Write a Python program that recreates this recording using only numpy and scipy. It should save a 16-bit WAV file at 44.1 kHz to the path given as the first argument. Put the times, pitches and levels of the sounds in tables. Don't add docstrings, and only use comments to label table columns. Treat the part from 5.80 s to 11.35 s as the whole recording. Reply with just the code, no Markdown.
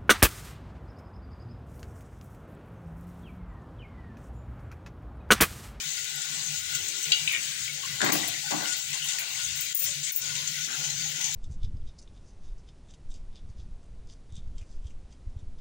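import sys
import numpy as np
from scipy import signal
from scipy.fft import rfft, irfft, next_fast_len
from scipy.io import wavfile
from scipy.ndimage import uniform_filter1d, map_coordinates

SR = 44100
rng = np.random.default_rng(int(sys.argv[2]) if len(sys.argv) > 2 else 0)


def materialize(psi):
    bounded = np.clip(np.atleast_2d(psi).T, -1, 1)
    quanta = np.round(bounded * 32767).astype(np.int16)
    wavfile.write(sys.argv[1], SR, quanta)


def linear_from_db(decibels):
    return 10 ** (np.asarray(decibels, float) / 20)


N = 244755


def unit(x):
    return x / np.sqrt(np.mean(x ** 2) + 1e-20)


def along(points, hz):
    f, v = np.transpose(points)
    return np.interp(np.log(hz + 1), np.log(f + 1), v)


def curves(rows):
    s, *cols = np.transpose(rows)
    return [np.interp(np.arange(N) / SR, s, c) for c in cols]


def wobble(rate):
    knots = rng.standard_normal(int(N * rate / SR) + 4)
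    return map_coordinates(knots, [np.arange(N) * rate / SR])


def filtered(x, response):
    m = next_fast_len(x.shape[-1] + SR // 2)
    return irfft(rfft(x, m) * response(np.fft.rfftfreq(m, 1 / SR)), m)[..., :x.shape[-1]]


def resonances(modes):
    def response(f):
        total = 0
        for k, (centre, width, db) in enumerate(modes):
            damping = 1j * f * width
            total = total + (-1) ** k * linear_from_db(db) * damping / (centre * centre - f * f + damping)
        return total
    return response


# f/Hz, likeness [0..1]
PORT_LIKENESS = [(30, 0.1), (80, 0.58), (140, 1), (300, 0.88), (480, 0.6), (580, 0.95), (750, 0.29),
                 (950, 0.069), (2500, 0.35), (4000, 0.021), (16000, 0.13)]


def ports(pair, response=lambda hz: 1):
    def mix(hz):
        turn = np.arccos(np.clip(along(PORT_LIKENESS, hz), 0, 1)) / 2
        return response(hz) * np.array([np.cos(turn), np.sin(turn)])
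    mid, side = filtered(pair, mix)
    return np.array([mid + side, mid - side])


def rush(response, patchy_db, ripple_db=0):
    z = signal.stft(rng.standard_normal((2, N)), nperseg=1024)[2]
    field = uniform_filter1d(rng.standard_normal(z.shape[1:]), size=7, axis=0)
    field = uniform_filter1d(field, size=4, axis=1)
    ripple = uniform_filter1d(rng.standard_normal((z.shape[1], 1)), size=2, axis=0)
    gain = linear_from_db(patchy_db * unit(field) + ripple_db * unit(ripple))
    pair = signal.istft(z * gain, nperseg=1024)[1][:, :N]
    return unit(ports(pair, response))


def shaped_rush(spectrum, patchy_db, ripple_db=0):
    return rush(lambda hz: linear_from_db(along(spectrum, hz)), patchy_db, ripple_db)


def puffs(times, levels_db, t60s, rise):
    out, t = np.zeros(N + SR), np.arange(SR // 3) / SR
    for s, db, t60 in zip(times, levels_db, t60s):
        out[round(s * SR):][:len(t)] += linear_from_db(db - 60 * t / (t60 + 0.0092)) * (1 - np.exp(-t / rise))
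    return out[:N]


def struck(events, modes, scatter_db):
    out, t = np.zeros(N + SR), np.arange(SR // 3) / SR
    hz, level, t60 = np.transpose(modes)[:, :, None]
    onset = 1 - np.exp(-t / 0.00065)
    for s, db, damp in events:
        luck = rng.standard_normal((2, len(modes), 1))
        decay = linear_from_db(level + scatter_db * luck[0] - 60 * t / (t60 * damp + 0.011))
        ring = decay * np.sin(2 * np.pi * hz * t + 2 * np.pi * luck[1])
        out[round(s * SR):][:len(t)] += linear_from_db(db) * ring.sum(axis=0) * onset
    return out[:N]


def touches(events, rise):
    out, t = np.zeros(N + SR), np.arange(SR // 5) / SR
    for s, db, hz, t60 in events:
        ring = linear_from_db(db - 60 * t / (t60 + 0.0021)) * np.sin(2 * np.pi * hz * t)
        out[round(s * SR):][:len(t)] += ring * (1 - np.exp(-t / (rise + 0.63 / hz)))
    return out[:N]


# t/s, level/dB
GAS_FLOW = [(0.0, -37.5), (0.08, -37.5), (1.79, -36.5), (2.19, -42), (2.22, -38.5), (2.44, -37.5),
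            (3.28, -37.5), (3.29, -31.5), (3.46, -40.5), (3.63, -34.5), (3.92, -38), (3.96, -32.5),
            (4.05, -32), (4.3, -45), (4.34, -32.5), (4.44, -36.5), (5.32, -37.5), (5.55, -34.5)]
# t/s, level/dB (peak), low part/dB, t60/s
SPUTTERS = [(0.131, -36, -17, 0.038), (0.1665, -32, -8, 0.066), (0.416, -26, -4, 0.035),
            (0.9484, -16.5, -21, 0.03), (1.082, -19, -15, 0.032), (1.2276, -34, -20, 0.16),
            (1.318, -14, -4, 0.017), (2.2144, -34.5, 7, 0.98), (2.319, -18.5, -6, 0.049),
            (2.707, -23, -1.5, 0.061), (2.871, -31, -3, 0.13), (2.922, -22.5, -7, 0.085),
            (3.129, -34.5, 1, 0.33), (3.2854, -24, -27, 0.042), (4.2278, -27, -17, 0.65),
            (4.414, -22, -20, 0.027), (4.418, -19, -29, 0.015), (4.243, -26, -19, 0.026),
            (4.551, -28.5, 1, 0.066), (4.6734, -20.5, -7, 0.036), (4.842, -30, -5, 0.045),
            (5.0384, -30, -4, 0.13), (5.098, -25, -17, 0.083), (5.2594, -27, -14, 0.032),
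            (5.3567, -31, -4, 0.064), (5.409, -27, 2, 0.028), (5.4407, -23.5, -8, 0.049)]
# t/s, level/dB (peak)
OIL_SPITS = [(0.2244, -42), (0.2418, -28), (0.3536, -29), (0.4464, -38), (0.9184, -45), (0.9477, -18),
             (1.0839, -43), (1.2226, -29), (1.3179, -39), (1.5204, -22), (1.932, -32), (2.1066, -40),
             (2.9644, -27), (2.9784, -30), (3.2394, -25), (3.2594, -28), (3.3877, -28), (4.9516, -35)]
# t/s, level/dB, t60/s
OIL_POPS = [
    (.951, -29, .02),
    (2.2144, -9.5, 0.006),
    (2.721, -24, 0.0092),
    (3.129, -30, 0.0069),
    (3.14, -25, .008),
    (3.2255, -27, .008),
    (3.385, -16, .008),
    (4.421, -31, 0.012),
    (5.4125, -30, .006),
]
# f/Hz, level/dB (per Hz)
FLAME_SPECTRUM = [(900, -37), (1300, -15.5), (1500, -9), (2000, -2), (2800, 1.5), (3600, 2.5), (4500, 1.5),
                  (5300, -3), (7000, -23.5)]
JET_SPECTRUM = [(4000, -36), (5300, -5.5), (6200, 2), (7400, 0), (8300, -7.5), (9300, -11.5), (11000, -30)]
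FIZZ_SPECTRUM = [(7500, -43), (9500, 6.5), (11000, 11), (13000, -0.5), (14000, -7), (15000, 18),
                 (15800, 16.5), (16500, -25)]
# f/Hz, level/dB
DULLED_JET = [(5000, 0), (6400, 3), (7300, -1.5), (8500, -5), (11000, 2)]
FLAME_DB, JET_DB, FIZZ_DB = -35, -35.5, -46.5
FLAME_GROWS, JET_GROWS, FIZZ_GROWS = 0.43, 0.74, 0.21
DULL_S, DULL_LASTS_S = 4.23, .25


def burner():
    strength_db, = curves(GAS_FLOW)
    flow_db = strength_db - strength_db.mean()
    flicker = wobble(14)
    flame = linear_from_db(FLAME_DB + FLAME_GROWS * flow_db + 0.7 * flicker + 0.8 * wobble(24.84))
    jet = linear_from_db(JET_DB + JET_GROWS * flow_db + 0.5 * flicker + 0.81 * wobble(29.9))
    fizz = linear_from_db(FIZZ_DB + FIZZ_GROWS * flow_db + 1.0 * flicker + 0.85 * wobble(17))

    s, db, low_db, t60 = np.transpose(SPUTTERS)
    pops = puffs(*np.transpose(OIL_POPS), rise=0.00029)
    flame += puffs(s, db + low_db - 6.5, t60 * 1.19, rise=0.004) + linear_from_db(-11.5) * pops
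    jet += puffs(s, db - 7.5, t60, rise=0.00064) + linear_from_db(-12.5) * pops
    spit_t60s = [0.034] * len(OIL_SPITS)
    fizz += linear_from_db(-6.5) * puffs(*np.transpose(OIL_SPITS), spit_t60s, rise=0.0021)

    open_jet = shaped_rush(JET_SPECTRUM, patchy_db=2.5, ripple_db=0.47)
    dull_jet = filtered(open_jet, lambda hz: linear_from_db(along(DULLED_JET, hz)))
    dulled = np.clip((np.arange(N) / SR - DULL_S) / DULL_LASTS_S, 0, 1)
    hiss = flame * shaped_rush(FLAME_SPECTRUM, patchy_db=2.0, ripple_db=1.0)
    hiss += jet * ((1 - dulled) * open_jet + dulled * dull_jet)
    return hiss + fizz * shaped_rush(FIZZ_SPECTRUM, patchy_db=2.8)


# t/s, length/s, level/dB
TUBE_SURGES = [(0.055, 0.024, -50.5), (0.362, 0.025, -53), (0.493, 0.028, -51), (0.577, 0.17, -50),
               (0.924, 0.062, -52.5), (1.27, 0.054, -47.5), (1.419, 0.058, -53), (1.685, 0.027, -54),
               (1.786, 0.034, -53.5), (1.92, 0.042, -52), (2.028, 0.12, -51), (2.24, 0.16, -46),
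               (2.551, 0.048, -53), (2.67, 0.11, -50.5), (3.087, 0.043, -48.5), (3.212, 0.11, -53),
               (3.695, 0.034, -52), (3.775, 0.029, -58), (4.02, 0.09, -53.5), (4.16, 0.059, -50),
               (4.422, 0.23, -50.5), (4.694, 0.15, -50.5), (4.985, 0.37, -47), (5.41, 0.16, -52)]
CATCH_S, FADE_S, IDLE_DB = 0.012, 0.021, -61.5


def surges():
    t = np.arange(N) / SR
    level = linear_from_db(IDLE_DB)
    for s, length, db in TUBE_SURGES:
        corners = np.cumsum([s - CATCH_S, CATCH_S, length, FADE_S])
        level = level + linear_from_db(db) * np.interp(t, corners, [0, 1, 1, 0])
    return level


def tube():
    bore = resonances([(148.1, 20.4, 0)])
    sung = unit(ports(rng.standard_normal((2, N)), lambda hz: bore(hz) ** 2))
    swing = np.sqrt(abs(uniform_filter1d((sung ** 2).mean(axis=0), size=600)))
    return linear_from_db(-0.5) * surges() * unit(sung / (swing + 2.3))


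# f/Hz, width/Hz, level/dB
PAN_MODES = [(1465, 99, 1.5), (2011, 37, 1), (819, 29, -4)]


def pan():
    metal = resonances(PAN_MODES)
    return linear_from_db(-49 + 2.6 * wobble(4.77)) * rush(lambda hz: metal(hz) ** 2, patchy_db=4.0)


# t/s, level/dB (peak), decay factor, chatter/dB
JINGLES = [(2.2448, -34, .8, 11), (2.3206, -22.5, 0.98, 9.5), (2.476, -21.5, 0.24, 9),
           (3.3882, -33, 0.84, 10), (3.7554, -31, 0.56, 0), (3.7708, -34, 0.56, 5), (3.8057, -23.5, .5, -8),
           (3.8417, -33, .9, 6), (3.9458, -10, 0.2, -14), (3.950, -9, .2, -12), (3.954, -16, .15, -8),
           (3.9645, -10, 0.4, -12), (3.973, -16, .4, -10), (3.9895, -10, 0.4, -15),
           (3.995, -10.5, 0.34, -14), (4.0185, -14, 0.38, -5), (4.026, -16, 0.37, -14),
           (4.0385, -18, 0.33, -11), (4.048, -26, 0.27, -12), (4.318, -14, 0.57, 1), (4.345, -17, 0.57, 1),
           (4.3595, -14, 0.096, -3), (4.367, -13, 0.14, -10), (4.373, -16, .15, -6), (4.377, -28, 0.63, 3),
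           (5.5398, -29, 0.41, 14.5)]
# f/Hz, level/dB, t60/s
BANGLE_MODES = [(8600, -14, 0.17), (9085, -11, 0.42), (9300, -14, 0.16), (13600, -20, 0.095),
                (14300, -12, .1), (13940, -6, .12), (14700, -7.5, 0.2), (14780, 3, .12), (14960, -2, 0.18),
                (15400, -14, .14), (15200, -16, 0.11), (15560, -7, .1), (15720, -12, .08)]
# f/Hz, level/dB (per Hz)
CHATTER_SPECTRUM = [(8000, -29), (9000, -15.5), (10500, -14.5), (12800, -27), (14000, -7), (15000, -17),
                    (16000, -0.5)]
# t/s, level/dB (peak), f/Hz, t60/s
RING_TOUCHES = [(2.2455, -38, 15700, .08), (3.9465, -18, 15560, .05), (3.947, -19, 15160, .05),
                (4.319, -25, 15300, .05), (4.3195, -25, 14200, .05), (3.974, -21, 15300, .01),
                (3.9955, -20, 15100, .01), (4.0385, -21, 15550, .03), (4.3605, -3, 15200, .012),
                (4.3675, -15, 15400, .012), (4.373, -13, 15550, .008), (4.3775, -16, 15350, .012),
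                (4.3815, -21, 15200, .008), (4.385, -18, 15000, .01), (4.389, -24, 15100, .015)]


def bangles():
    s, db, damp, chatter_db = np.transpose(JINGLES)
    rings = linear_from_db(-6.5) * struck(np.transpose([s, db, damp]), BANGLE_MODES, scatter_db=0.5)
    contact = puffs(s, db + chatter_db + 1.0, 0.21 * damp, rise=0.0017)
    chatter = contact * shaped_rush(CHATTER_SPECTRUM, patchy_db=-7.0)
    return linear_from_db(-2.0) * (rings + chatter) + linear_from_db(7.5) * touches(RING_TOUCHES, rise=.0008)


def contacts(count):
    first_s, gap_s, first_db, growth_db, damp = 1.526, 0.0043, -24.5, 0.7, 0.46
    return [(first_s + gap_s * k, first_db + growth_db * k, damp) for k in range(count)]


# t/s, level/dB (peak), decay factor
CLINKS = [
    (1.3183, -23, 1),
    (1.3215, -31, 0.8),
    (1.331, -26, 0.62),
]
# t/s, level/dB (peak)
SCUFFS = [(1.252, -28), (1.265, -32), (1.4754, -23), (1.481, -26), (1.487, -30), (1.494, -24), (1.506, -33),
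          (1.512, -28), (1.561, -35), (1.571, -30), (1.879, -30)]
# f/Hz, level/dB, t60/s
GLASS_MODES = [(2300, -16, 0.15), (2328, -4.5, 0.67), (2770, 11, 0.085), (2807, -2, 0.17),
               (2925, 1.5, 0.13), (3110, 1.5, 0.078), (3400, 0, 0.074), (3480, -2, 0.041),
               (3890, 11, 0.019), (4720, -0.5, .07), (4490, 6.5, 0.039), (5580, 6, .02), (6560, -15, .025),
               (7140, -8, 0.03)]
CAP_MODES = [(1885, -9, 0.26), (2217, -5, 0.11), (2300, 1.5, 0.14), (2430, -2, 0.062), (2640, -7, .06),
             (2990, -10, 0.069), (3520, -5, .06)]
BASE_MODES = [(2313, 2, 0.1), (2580, 4, 0.059), (2780, 7, 0.072), (3010, 0, 0.054), (3260, -14, 0.032),
              (3680, 3, .04)]


def bottle():
    s, db, _ = np.transpose(CLINKS)
    burst = puffs(s, db - 14, [.03], rise=0.00047) * rng.standard_normal(N)
    snap = filtered(burst, resonances([(4500, 3000, 0)]))
    clink = linear_from_db(-1.5) * struck(CLINKS, GLASS_MODES, scatter_db=0.0)
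    rattle = linear_from_db(-3.0) * struck(contacts(count=6), CAP_MODES, scatter_db=3.0)
    scuff_hits = [(*hit, 0.27) for hit in SCUFFS]
    return clink + snap + rattle + linear_from_db(-5.5) * struck(scuff_hits, BASE_MODES, scatter_db=6.0)


# t/s, level/dB (peak), f/Hz, t60/s
SMALL_TAPS = [(1.3195, -18, 3890, 0.036), (1.3195, -26, 4678, .03), (1.3205, -27, 3330, .12),
              (1.33, -29, 2326, 0.37), (1.33, -30, 2891, .3), (1.4755, -16, 2530, 0.014),
              (1.481, -21, 2640, .012), (1.4875, -21, 2710, .012), (1.4935, -20, 2630, 0.015),
              (1.5327, -24, 2720, .015), (1.5387, -28, 2337, 0.09), (1.547, -26, 2929, 0.037),
              (1.7186, -24, 3680, .008), (1.8782, -22, 2320, 0.011), (1.895, -29, 2220, .03),
              (2.205, -19, 1630, .015), (2.2158, -14, 1640, .01), (2.231, -23, 1650, .012),
              (2.242, -24, 1700, .012), (2.271, -24, 1800, .012), (2.266, -27, 740, .03),
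              (2.2612, -20.5, 1910, .012), (2.3031, -27, 2400, .01), (2.325, -30, 322, 0.17),
              (2.345, -28, 322, .1), (2.729, -34, 257, 0.055), (2.727, -35.5, 147, 0.053),
              (2.719, -30, 735, .03), (2.716, -33, 872, .05), (2.742, -34, 990, 0.011),
              (2.805, -36, 853, .05), (2.857, -23, 2900, .01), (3.1295, -29, 2070, 0.017),
              (3.348, -28, 3240, .01), (3.549, -29.5, 2070, 0.013), (3.556, -25, 2280, 0.0086),
              (3.8195, -26, 2670, .012)]


def taps():
    return linear_from_db(2) * touches(SMALL_TAPS, rise=.0002)


# t/s, belly level/dB, wall level/dB, edge over wall/dB
THUMPS = [(2.201, -30, -34, 8), (2.209, -40, -31, -3), (2.221, -20.5, -23.5, 1), (2.23, -20, -28, -3),
          (2.239, -35, -28, 2), (2.250, -25, -24.5, -4), (2.259, -29, -23.5, 3), (2.267, -38, -34, -6),
          (2.289, -19.5, -23.5, 2), (2.304, -26.5, -33, -7), (2.331, -25.5, -24.5, -16),
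          (2.349, -28, -25, -5), (2.383, -39.5, -33, -10), (2.405, -31.5, -39.5, -6), (2.426, -40, -47, 10),
          (2.436, -51, -34, -6), (2.451, -38, -43, -3), (2.4745, -51, -53, -4), (2.705, -42, -27, -10),
          (2.717, -26, -26, -4), (2.73, -31, -27, -13), (2.739, -27, -35, -8), (2.761, -40, -38, -10),
          (2.774, -49, -33, -2), (2.801, -36, -33.5, 5), (2.819, -40, -32.5, 1), (2.857, -48, -44, -4)]
# f/Hz, width/Hz, level/dB
BELLY_MODES = [(149, 30, -5.5), (241, 35, 0.5), (322, 16, 5.5), (476, 50, -6.5)]
WALL_MODES = [(573, 93, 1), (735, 73, 0), (800, 48, 3), (968, 79, 0.5), (1110, 250, 0)]
EDGE_MODES = [(1650, 460, 1.5), (1880, 97, 9.5), (1950, 110, 9.5)]
# t/s, level/dB (peak), decay factor
RIM_RAPS = [
    (2.2045, -15, 0.25),
    (2.2155, -17.5, 0.3),
    (2.229, -18, 0.36),
]
# f/Hz, level/dB, t60/s
RIM_MODES = [(1490, -7, 0.027), (1640, -4.5, 0.026), (1760, -6, 0.025)]


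def thumps():
    s, belly_db, wall_db, edge_db = np.transpose(THUMPS)

    def scrape(level_db, t60, rise, modes, dull_hz, order):
        grit = rng.standard_normal(N) * puffs(s, level_db, 0 * s + t60, rise)
        return filtered(grit, lambda hz: resonances(modes)(hz) / (1 + 1j * hz / dull_hz) ** order)

    knock = scrape(belly_db + 18, 0.063, 0.0017, BELLY_MODES, dull_hz=700, order=2)
    knock += scrape(wall_db + 19.5, 0.036, 0.0016, WALL_MODES, dull_hz=1300, order=2)
    knock += scrape(wall_db + edge_db + 15, 0.03, 0.001, EDGE_MODES, dull_hz=2500, order=2)
    return knock + struck(RIM_RAPS, RIM_MODES, scatter_db=1.5)


# f/Hz, t60/s
KITCHEN_DECAY = [(150, 0.38), (700, 0.53), (2000, 0.28), (6000, 0.24), (15000, 0.12)]


def room(x):
    hz, t, z = signal.stft(ports(rng.standard_normal((2, SR * 2 // 3))), SR, nperseg=256)
    decay = linear_from_db(-60 * t / along(KITCHEN_DECAY, hz)[:, None])
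    tail = signal.istft(z * decay, SR, nperseg=256)[1]
    return signal.fftconvolve(x[None], tail / np.linalg.norm(tail[0]), axes=1)[:, :N]


# t/s, length/s, f/Hz, width/Hz, level/dB
NOISE_SMEARS = [(0.101, 0.39, 410, 78, -64), (0.34, 0.39, 800, 31, -61.5), (0.9, 0.39, 374, 100, -56.5),
                (1.253, 0.12, 450, 67, -51.5), (1.502, 0.1, 1270, 200, -54), (1.538, 0.075, 349, 36, -57),
                (2.031, 0.037, 1084, 140, -44.5), (2.425, 0.033, 1960, 120, -36),
                (1.714, 0.31, 2060, 500, -49), (4.299, 0.55, 535, 120, -59.5), (2.63, 0.064, 800, 120, -50),
                (2.529, 0.054, 2020, 500, -39.5), (2.705, 0.12, 1467, 45, -48), (2.855, 0.093, 1465, 45, -42),
                (2.856, .025, 2900, 600, -39), (2.902, 0.045, 3070, 900, -40), (3.063, .045, 1490, 60, -51),
                (3.218, 0.046, 2980, 500, -33.5), (3.265, .035, 3400, 600, -40),
                (3.31, 0.064, 1468, 60, -50.5), (3.382, 0.078, 2390, 700, -37), (4.2, 0.1, 1470, 50, -63),
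                (4.266, 0.096, 2230, 500, -39.5), (3.13, 0.061, 910, 420, -49),
                (3.322, 0.36, 870, 865, -53.5), (3.993, 0.16, 570, 32.6, -47), (4.497, 0.17, 990, 170, -55),
                (1.403, 0.56, 1590, 350, -49), (3.405, 0.045, 680, 120, -50), (4.874, 0.11, 1530, 370, -41),
                (4.868, 0.11, 292, 490, -52.5), (4.897, 0.28, 814, 180, -53.5),
                (5.396, 0.15, 866, 360, -52.5)]


def noise_smears():
    far, t = np.zeros((2, N + SR)), np.arange(SR // 2) / SR
    for s, length, hz, width, db in NOISE_SMEARS:
        swell = np.interp(t, np.multiply(length, [0, .15, .7, 1]), [0.7, 1, 1.0, 0.11])
        tone = resonances([(hz, width, 0)])
        noise = ports(rng.standard_normal((2, len(t))), lambda f: tone(f) ** 2)
        far[:, round(s * SR):][:, :len(t)] += linear_from_db(db) * swell * unit(noise)
    return far[:, :N]


# f/Hz, level/dB (per Hz)
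AIR_SPECTRUM = [(120, -22), (220, -2), (380, -4.5), (570, -2.5), (830, -11), (1100, -3.5), (1500, -28),
                (2200, -57)]
RUMBLE_SPECTRUM = [(20, -26), (40, -12), (65, 1.5), (110, 7), (180, -3.5), (300, -38)]


def kitchen_air():
    air = linear_from_db(-59 + 3.9 * wobble(6.4)) * shaped_rush(AIR_SPECTRUM, patchy_db=4.0, ripple_db=3.2)
    return air + linear_from_db(-62.0 + 6.3 * wobble(8.8)) * shaped_rush(RUMBLE_SPECTRUM, patchy_db=0.5)


def scene():
    rings, glass, tapped, knock = bangles(), bottle(), taps(), thumps()
    knock_lag = 12
    direct = linear_from_db(-1.0) * np.array([np.roll(knock, knock_lag), knock])
    direct += glass * linear_from_db([[-0.5], [0.5]])
    direct += tapped * linear_from_db([[2.5], [-2.5]])
    direct += rings * linear_from_db([[3], [-4]])
    echo = room(linear_from_db(-4.5) * knock + linear_from_db(-7.5) * glass + linear_from_db(-7) * tapped + linear_from_db(-5.5) * rings[0])
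    return burner() + tube() + pan() + direct + echo + noise_smears() + kitchen_air()


# f/Hz, level/dB (under the moment's mean)
SPARED_BANDS = [(800, -24), (6000, -22), (6800, -15.5), (9000, -16), (10200, -23), (14000, -22)]


def thinned(x, depth_db):
    hz, _, z = signal.stft(x, SR, nperseg=2048)
    power = abs(z) ** 2
    nearby = abs(uniform_filter1d(power, size=7, axis=1))
    under_db = 10 * np.log10(nearby / power.mean(axis=(0, 1)) + 1e-12)
    above_db = np.clip(8 * (under_db - along(SPARED_BANDS, hz)[:, None]), -200, 200)
    at_risk = (hz > 3000) | (abs(hz - 600) < 200)
    lost = at_risk[:, None] / (1 + linear_from_db(above_db))
    return signal.istft(z * linear_from_db(depth_db * lost), SR, nperseg=2048)[1][:, :N]


def roll_off(x):
    return signal.sosfilt(signal.butter(12, 17110, fs=SR, output="sos"), x)


# t/s, level/dB (depth), hold/s, release/s
LIMITER_DUCKS = [
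    (2.305, -5.5, 0.0053, 0.0037),
    (3.928, -9.5, 0.056, 0.079),
    (4.311, -11.5, 0.045, 0.074),
]
# f/Hz, level/dB (left minus right)
PORT_LEAN = [(100, 2.5), (330, 3.5), (520, 3), (1000, 1.5), (1500, 9.5), (2500, 6), (4500, 9), (6300, 12),
             (7000, 24), (8600, 26), (9700, -2), (10800, -1.5), (13000, -3.5), (15000, 9)]


def record(dry):
    t = np.arange(N) / SR
    attack_s, top_hz, left_lag = 0.0063, 15850, 42
    duck_db = 0
    for s, db, hold, release in LIMITER_DUCKS:
        duck_db = duck_db + np.interp(t, np.cumsum([s, attack_s, hold, release]), [0, db, db, 0])

    def colour(hz):
        return linear_from_db(along(PORT_LEAN, hz) * [[.2], [-.8]]) / (1 + (hz / top_hz) ** 300)

    left, right = filtered(dry, colour)
    heard = linear_from_db(duck_db) * np.array([np.pad(left, (left_lag, 0))[:N], right])
    return roll_off(thinned(heard, depth_db=-20))


dry = scene()
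out = record(dry)
materialize(out)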